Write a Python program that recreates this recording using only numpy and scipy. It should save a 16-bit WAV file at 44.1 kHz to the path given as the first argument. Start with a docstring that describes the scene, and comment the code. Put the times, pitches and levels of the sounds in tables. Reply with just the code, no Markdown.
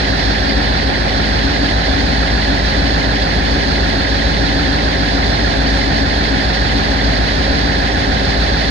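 """An uneven exhaust throb first: an old V8 idling at about 800 rpm, heard close by under an open hood.
Throb and hum are sines locked to the two-turn crank cycle; block and fan are shaped noise.
Pistons, valves and loose tappets are short rings with rattle, struck at set places in every cycle.
A belt-driven pulley sings thinly; the carburettor is hissing noise with narrow whistling bands."""
import sys
import numpy as np
from scipy import signal
from scipy.fft import rfft, irfft, next_fast_len
from scipy.io import wavfile
from scipy.ndimage import uniform_filter1d, minimum_filter1d, map_coordinates

SR = 44100
rng = np.random.default_rng(int(sys.argv[2]) if len(sys.argv) > 2 else 0)


def to_wav(sig):
    """Store sig (one row per channel, or 1-D mono) as 16-bit WAV at the path in sys.argv[1].

    Samples outside -1..1 are clipped; the rate is SR.
    """
    pcm = np.clip(np.atleast_2d(sig), -1, 1) * 32767
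    pcm = np.round(pcm).astype(np.int16)
    wavfile.write(sys.argv[1], SR, pcm.T)  # frames by channels


N = 383669
T = np.arange(N) / SR
SIZE = next_fast_len(N + 8192, real=True)
FREQ = np.arange(SIZE // 2 + 1) * SR / SIZE
CYLINDERS = 8
PORT_LAG_S = 0.00058  # left microphone port hears the clatter later


def undb(db):
    """Decibels to gain."""
    return 10 ** (np.asarray(db) / 20)


def unit(x):
    """Scale to rms 1."""
    return x / np.sqrt(np.mean(x ** 2))


def pan(left_minus_right_db):
    """Left and right gains for a level difference."""
    return undb(np.array([[left_minus_right_db], [-left_minus_right_db]]) / 2)


def delay(x, lag_s):
    """Shift in time, wrapping round."""
    return np.roll(x, int(round(lag_s * SR)))


def filtered(x, response):
    """Apply a frequency response given on FREQ."""
    return irfft(rfft(x, SIZE) * response, SIZE)[..., :N]


def resonance(hz, width_hz):
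    """Response of one mode, gain 1 at its centre."""
    return 1j * FREQ * width_hz / (hz ** 2 - FREQ ** 2 + 1j * FREQ * width_hz)


def colour(table, skirt_db):
    """Left and right responses from a spectrum; beyond its ends they fall by skirt_db an octave."""
    hz, *sides = np.transpose(table)
    octave, knots = np.log2(FREQ + 1), np.log2(hz)
    outside = np.abs(octave - np.clip(octave, knots[0], knots[-1]))
    level_db = np.array([np.interp(octave, knots, db) for db in sides]) - skirt_db * outside
    return undb(level_db) * np.sqrt(SR / 2)  # white noise of rms 1 to dB per Hz


def walk(rate_hz):
    """Smooth random drift with spread 1."""
    points = rng.standard_normal(4096)
    coarse_s = T[::32]
    drift = map_coordinates(points, [coarse_s * rate_hz + 2], order=3, mode="wrap")
    return unit(np.interp(T, coarse_s, drift))


def churn(cycle, repeat, slip=0.00025):
    """Dense noise; the power share `repeat` comes back with every cycle, slightly early or late."""
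    pattern = irfft(np.r_[0, np.exp(2j * np.pi * rng.random(3000))], 65536)
    index = ((cycle + slip * walk(30)) * len(pattern)).astype(int) % len(pattern)
    locked = unit(pattern[index])
    return np.sqrt(repeat) * locked + np.sqrt(1 - repeat) * rng.standard_normal(N)


def ports(lag_s, likeness, cycle=T, repeat=0):
    """Noise at two microphone ports: a shared part, late at the left one, and unrelated reflections."""
    shared, own = churn(cycle, repeat), churn(cycle, repeat)
    left = likeness * delay(shared, lag_s) + np.sqrt(1 - likeness ** 2) * own
    return np.array([left, shared])


# idle speed, hunting up and down: time_s, firing_rate_hz
IDLE_SPEED = [(0.0, 54.14), (0.16, 53.05), (0.51, 54.21), (1.05, 53.15), (1.54, 54.44), (1.73, 53.76),
              (2.14, 54.95), (2.6, 53.14), (2.92, 54.93), (3.28, 53.65), (3.73, 54.56), (3.87, 54.17),
              (4.04, 54.8), (4.5, 53.99), (4.77, 54.97), (4.99, 54.31), (5.36, 54.65), (5.78, 53.93),
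              (6.15, 55.34), (6.5, 53.63), (6.77, 54.73), (7.24, 53.71), (7.56, 54.54), (8.22, 53.79),
              (8.6, 54.14), (8.7, 55.57)]


def crankshaft():
    """Cycles turned so far: two crank turns and eight firings each, integrated from the idle speed."""
    return np.cumsum(np.interp(T, *np.transpose(IDLE_SPEED))) / SR / CYLINDERS


# exhaust orders: cycle_multiple (8 = firing rate), level_db, left_minus_right_db
EXHAUST_ORDERS = [(4, -48, 1), (8, -20, 2), (9, -32, 3), (10, -47, 6), (11, -30, 2), (18, -34.5, -8)]


def exhaust(cycle, strong_place=0.838, lope_db=2.5, drift=0.00076, waver_db=1.04):
    """One cylinder fires harder, so the orders beside the firing rate align once a cycle."""
    crank = cycle + drift * walk(9) - strong_place
    out = 0
    for order, db, pan_db in EXHAUST_ORDERS:
        order = round(order)
        uneven_db = 0 if order == CYLINDERS else lope_db * walk(7)
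        out = out - undb(db + uneven_db) * np.cos(2 * np.pi * order * crank) * pan(pan_db)
    return np.sqrt(2) * out * undb(waver_db * walk(6))


# cycles in which one cylinder stumbles: time_s
STUMBLE_TIMES = [.15, .3, .89, 1.04, 1.64, 1.79, 2.23, 2.37, 2.52, 2.67, 2.97, 3.11, 3.85, 4.15, 4.44, 4.88,
                 5.03, 5.47, 5.62, 5.76, 6.35, 6.5, 7.09, 7.23, 8.42]


def stumble(cycle, place=0.012, order=9.05, rise=0.046, decay=0.19, db=-14.5, weak=0.37, scatter_db=2.1):
    """An erratic cylinder rings the exhaust hard when it fires, weakly and inverted when it stumbles."""
    turn = np.round(cycle - place).astype(int)
    age = cycle - place - turn  # rise, decay and age are shares of the cycle
    stumbled = np.isin(turn, np.round(np.interp(STUMBLE_TIMES, T, cycle)))
    strength = undb(db + scatter_db * rng.standard_normal(turn[-1] + 1))[turn]
    strength = strength * np.where(stumbled, weak, -1)
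    envelope = np.exp(np.minimum(age / rise, -age / decay))
    envelope = envelope * np.minimum(1, 10 * (0.5 - np.abs(age)))  # closes at the seams
    return strength * envelope * np.cos(2 * np.pi * order * age) * pan(0.3)


# hum of pipes and panels: cycle_multiple (rounded in use), level_db, left_minus_right_db
HUM_ORDERS = [(13, -38, 5), (15, -37.5, -11), (16, -40.5, 5), (24, -30.5, 0), (25, -40, 3), (26, -40, 1),
              (28, -39.5, -9), (31, -42, -3), (32, -33, 8.5), (40, -30, 11.5), (42, -31.5, 5),
              (47, -48, 13), (51, -44, 12), (52, -47, -5), (54, -42.5, -5), (56, -37.5, -1), (60, -39, -13),
              (90.1, -51, -4), (113.3, -35.5, -2), (121.4, -47.5, -19), (122.7, -48, -21)]


def hum(cycle, waver_db=0.5, slip=0.00093):
    """Higher crank orders shake pipes and panels, smeared by a random drift of the crank."""
    crank = cycle + slip * walk(9)
    out = 0
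    for order, db, pan_db in HUM_ORDERS:
        tone = np.sqrt(2) * np.cos(2 * np.pi * (round(order) * crank + rng.random()))
        out = out + undb(db + waver_db * walk(12)) * tone * pan(pan_db)
    return out


# block and fan spectrum, before block_db: freq_hz, left_db_per_hz, right_db_per_hz
BLOCK_SPECTRUM = [(25, -66, -66), (66, -42, -42), (100, -45, -42.5), (187, -49.5, -46), (240, -42.5, -52.5),
                  (294, -40, -42.5), (320, -49, -48.5), (470, -51, -50.5), (692, -48.5, -45),
                  (1140, -54, -55.5), (1150, -61.5, -57), (1700, -52.5, -46.5), (1950, -59, -49.5),
                  (2720, -66, -87)]


def block(cycle, block_db=-2, pulse_db=0.06, flutter_db=0.28, likeness=0.71, bass_hz=300, lag_s=0.00042):
    """Block and fan churn, a little louder at every firing; the bass reaches both ports together."""
    bass = 1 / (1 + (FREQ / bass_hz) ** 4)
    low = filtered(ports(0, 0.89, cycle, repeat=0.15), np.sqrt(bass))
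    high = filtered(ports(lag_s, likeness, cycle, repeat=0.36), np.sqrt(1 - bass))
    firing = np.cos(2 * np.pi * CYLINDERS * cycle)
    pulsing = (low + high) * undb(pulse_db * firing + flutter_db * walk(40))
    return filtered(pulsing, colour(BLOCK_SPECTRUM, skirt_db=48)) * undb(block_db)


# panel boom, coming and going: time_s, change_db
BOOM_CHANGE = [(0.0, -3), (0.32, -0.5), (0.38, -11), (0.5, 5.5), (0.74, -7), (0.92, 3.5), (1.04, -8),
               (1.16, -1.5), (1.64, 2), (1.76, -7), (2.0, 3), (2.48, -3.5), (2.54, 3.5), (2.66, -8),
               (2.84, 2.5), (3.26, -4.5), (3.38, 3), (3.44, 1), (4.22, -0.5), (4.4, 1.6), (4.64, 2.5),
               (4.88, 0), (5.06, 0), (5.72, -0.5), (6.02, 2), (6.26, -4.5), (6.38, 6), (6.5, -11.5),
               (6.74, 2), (7.28, -2), (7.46, 2.5), (8.18, -1.8), (8.3, -5.5), (8.7, -2)]


def boom(x, hz=280, width_hz=60):
    """A panel's boom swells and sinks: one resonant band with a changing gain."""
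    gain = undb(np.interp(T, *np.transpose(BOOM_CHANGE)))
    return x + (gain - 1) * filtered(x, resonance(hz, width_hz))


def knock(cycle, place, hz, decay_s, db, rattle, glide_hz_per_s=0, scatter_db=0.4, jitter_s=0.00022,
          rattle_hz=420, swell=0.5526, detune=0.0087):
    """One part struck at the same place in every cycle: its ring swells and dies with a rattle burst."""
    turns = np.arange(-1, int(cycle[-1]) + 1)
    t = np.arange(SR // 16) / SR
    out = np.zeros(N + len(t))
    peak = signal.iirpeak(hz, np.sqrt(1500 * hz) / rattle_hz, fs=SR)
    grit = signal.lfilter(*peak, rng.standard_normal(2 * SR))
    grit = unit(signal.lfilter(*peak, grit))
    age = t / (swell * decay_s)
    shape = age ** 2 * np.exp(-age)  # builds up through the casting before it fades
    glide = glide_hz_per_s * (t / 2 - decay_s)  # passes hz at t = decay_s
    times_s = np.interp(turns + place, cycle, T, left=-1, right=-1) - swell * decay_s
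    for time_s, (late, size, bend) in zip(times_s, rng.standard_normal((len(times_s), 3))):
        start = int((time_s + jitter_s * late) * SR)
        if 0 <= start < N:
            ring = np.sqrt(2) * np.sin(2 * np.pi * (hz * (1 + detune * bend) + glide) * t)
            burst = np.take(grit, start + np.arange(len(t)), mode="wrap")
            out[start:start + len(t)] += undb(db + scatter_db * size) * shape * (ring + rattle * burst)
    return out[:N]


def knocks(cycle, table, rattle):
    """Parts struck once a cycle, each with its own gliding ring."""
    return sum(knock(cycle, place, hz, decay_s, db, rattle, glide)
               for place, hz, glide, decay_s, db in table)


# piston knocks: place_cycle (0-1), ring_hz, glide_hz_per_s, decay_s (before swell), level_db (before shape)
PISTON_KNOCKS = [(.005, 760, 0, 0.00435, -14), (.075, 798, 3000, 0.00567, -16),
                 (.185, 819, -5000, 0.00474, -15), (0.226, 1087, -30000, 0.00315, -26),
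                 (.3, 645, 15000, 0.0031, -22), (.48, 1035, 0, 0.0031, -36), (.62, 520, 30000, 0.0038, -24),
                 (.67, 783, 12000, 0.00595, -18), (.785, 790, 10000, 0.00365, -22.5),
                 (.84, 1162, -20000, .004, -27.5), (.905, 594, 25000, 0.0026, -27)]


def pistons(cycle):
    """Pistons knock at the same places in every cycle."""
    return knocks(cycle, PISTON_KNOCKS, rattle=0.32)


def valves(cycle, hz=1790, decay_s=0.00254, db=-25.5, spread=0.00896, detune=0.072, spread_db=2.8):
    """Two valves per cylinder tick in turn, each with its own slight offset, pitch and strength."""
    count = 2 * CYLINDERS
    quirks = rng.standard_normal((count, 3))
    quirks = (quirks - quirks.mean(axis=0)) / quirks.std(axis=0)
    out = 0
    for k, (late, bend, size) in enumerate(quirks):
        place = (k + 0.5) / count + spread * late  # share of the cycle
        out = out + knock(cycle, place, hz * (1 + detune * bend), decay_s, db + spread_db * size, rattle=0.4)
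    return out


# loose tappets: place_cycle (0-1), ring_hz, glide_hz_per_s, decay_s (before swell), level_db (before shape)
TAPPET_CHIRPS = [(.031, 2330, -22000, .005, -21.5), (.036, 1360, 0, 0.0019, -23),
                 (.044, 1790, 15000, 0.00313, -19), (.1, 1664, 0, 0.00495, -25),
                 (.175, 2330, 0, 0.00378, -44), (.294, 2910, 40000, 0.00282, -24),
                 (.295, 2153, -30000, 0.00411, -26.5), (.33, 1680, -20000, 0.00395, -26),
                 (.335, 3036, -10000, 0.00374, -26), (.345, 2027, 18000, 0.00419, -17),
                 (.4, 1825, 10000, 0.00295, -22), (.486, 3614, -30000, 0.00258, -25.5),
                 (.5, 1990, -8000, 0.00386, -15.5), (.547, 1695, -15000, 0.00361, -24),
                 (.549, 2110, 20000, 0.00308, -34), (.549, 3080, -10000, 0.00292, -26.5),
                 (.585, 2220, 40000, 0.00306, -24), (.735, 2185, 10000, 0.0028, -36),
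                 (.84, 1700, 0, 0.00294, -22), (.982, 1585, -35000, 0.00358, -22)]


def tappets(cycle):
    """Loose tappets chirp once a cycle, most with a fast pitch glide."""
    return knocks(cycle, TAPPET_CHIRPS, rattle=0.17)


def engine_bay(x, wet_db=-10, decay_s=0.0021, pan_db=-6):
    """The knocks come from the right; hood and wings throw back a short, dense echo."""
    t = np.arange(SR // 10) / SR
    echo = rng.standard_normal((2, len(t))) * np.exp(-t / decay_s)
    echo /= np.sqrt(np.sum(echo ** 2, axis=1, keepdims=True))
    direct = np.array([delay(x, PORT_LAG_S), x])
    reflected = signal.fftconvolve(x[None], echo, axes=1)[:, :N]
    return (direct + undb(wet_db) * reflected) * pan(pan_db)


def rockers(cycle, place=0.26, depth_db=4.5, hz=2250, width_hz=1000, db=-33):
    """The rocker gear rattles: band noise, loudest in the half-cycle where most tappets chirp."""
    shake = undb(depth_db * np.cos(2 * np.pi * (cycle - place)))
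    rattle = ports(PORT_LAG_S, 0.13, cycle, repeat=0.23) * shake
    band = resonance(hz, width_hz) ** 2 * np.exp(-(FREQ / hz / 2) ** 2)
    return unit(filtered(rattle, band)) * undb(db) * pan(-1)


def pulley(cycle, order=80.8, db=-37, slip=0.0016, waver_db=2.0):
    """A belt-driven pulley sings between the crank orders, wavering as the belt slips."""
    tone = np.sqrt(2) * np.cos(2 * np.pi * order * (cycle + slip * walk(9)))
    return tone * undb(db + waver_db * walk(12)) * pan(-7)


# carburettor hiss spectrum, before hiss_db: freq_hz, left_db_per_hz, right_db_per_hz
HISS_SPECTRUM = [(2640, -62, -59.5), (3160, -71, -62.5), (3580, -66, -57), (4080, -61, -56),
                 (4460, -62, -53.5), (4900, -67.5, -61.5), (5350, -77, -64), (5900, -68, -72),
                 (6780, -70.5, -82.5), (7730, -89.5, -80.5), (8900, -77, -83), (9120, -96, -95.5),
                 (10840, -82, -89), (12060, -96.5, -101)]


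def hiss(lag_s, hiss_db=-1):
    """Air tears past the nearly shut throttle: broad noise, mostly unrelated between the ports."""
    return undb(hiss_db) * filtered(ports(lag_s, 0.29), colour(HISS_SPECTRUM, skirt_db=9))


# air horn modes, before widening and whistle_db: freq_hz, width_hz, left_db, right_db
HORN_MODES = [(3040, 39, -47.5, -42.5), (3144, 60, -57, -45), (3289, 68, -50, -33.5),
              (3510, 68, -54, -53.5), (3502, 86, -55, -31.5), (4150, 60, -35, -37.5), (3923, 89, -40, -32),
              (3760, 90, -45, -53), (4210, 43, -53, -32), (4366, 50, -44, -32.5), (4460, 55, -50, -36),
              (4590, 17, -66, -42), (4700, 59, -60, -34), (4880, 70, -53, -35.5), (5240, 120, -53, -38.5),
              (5410, 60, -45, -39)]


def whistle(lag_s, whistle_db=-1, widening=1.51):
    """The air rings the horn's resonances: noise through narrow bands whose powers add."""
    power = 0
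    for hz, width_hz, left_db, right_db in HORN_MODES:
        mode = resonance(hz, widening * width_hz) ** 2 * undb([[left_db], [right_db]])
        power = power + np.abs(mode) ** 2 * SR / (2 * width_hz)
    return undb(whistle_db) * filtered(ports(lag_s, 1.0), np.sqrt(power))


# hiss band changes: middle_s (rows below 0 are inaudible), half_length_s, freq_hz, width_hz, left_db, right_db
BAND_SWELLS = [(-2, 0.077, 5200, 1100, -8, -5), (-3.5, .5, 3950, 350, -3.5, -2),
               (0.8, 0.5, 6600, 1300, -3.5, -1.5), (0.5, 0.041, 4700, 300, 5, 6.5),
               (-1.2, 0.054, 4300, 300, 2, -2), (.25, 0.13, 5550, 600, 1, 4),
               (8, 0.16, 4350, 1100, -1.5, -4)]


def carburettor(flutter_db=0.6, lag_s=0.0003, edge_hz=5050, edge_width_hz=1100, steady_edge_db=1.54):
    """Sucked air hisses and whistles; bands of it swell or sink for a moment."""
    air = hiss(lag_s) + whistle(lag_s)
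    air = air + (undb(steady_edge_db) - 1) * filtered(air, resonance(edge_hz, edge_width_hz))
    for middle_s, half_s, hz, width_hz, left_db, right_db in BAND_SWELLS:
        swell_db = np.array([[left_db], [right_db]]) * np.exp(-((T - middle_s) / half_s) ** 2)
        air = air + (undb(swell_db) - 1) * filtered(air, resonance(hz, width_hz))
    return air * undb(flutter_db * walk(40))


def suction(cycle, place=0.42, depth_db=0.13):
    """The cylinders draw unevenly, so the hiss swells once a cycle."""
    return undb(depth_db * np.cos(2 * np.pi * (cycle - place)))


def scene():
    """Sum of all sources on one crank."""
    cycle = crankshaft()
    body = boom(exhaust(cycle) + stumble(cycle) + hum(cycle) + block(cycle))
    clatter = engine_bay(pistons(cycle) + valves(cycle) + tappets(cycle)) + rockers(cycle)
    return body + clatter + pulley(cycle) + carburettor() * suction(cycle)


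def record(dry, ceiling=0.88, top_hz=11900):
    """A limiter ducks peaks above the ceiling, both sides alike; a steep low-pass cuts the top."""
    span = SR // 200  # 5 ms
    headroom = np.minimum(1, ceiling / (np.max(np.abs(dry), axis=0) + 1e-9))
    gain = uniform_filter1d(minimum_filter1d(headroom, span), span)
    low_pass = signal.ellip(10, 0.2, 80, top_hz, fs=SR, output="sos")
    return signal.sosfilt(low_pass, dry * gain)


dry = scene()
out = record(dry)
to_wav(out)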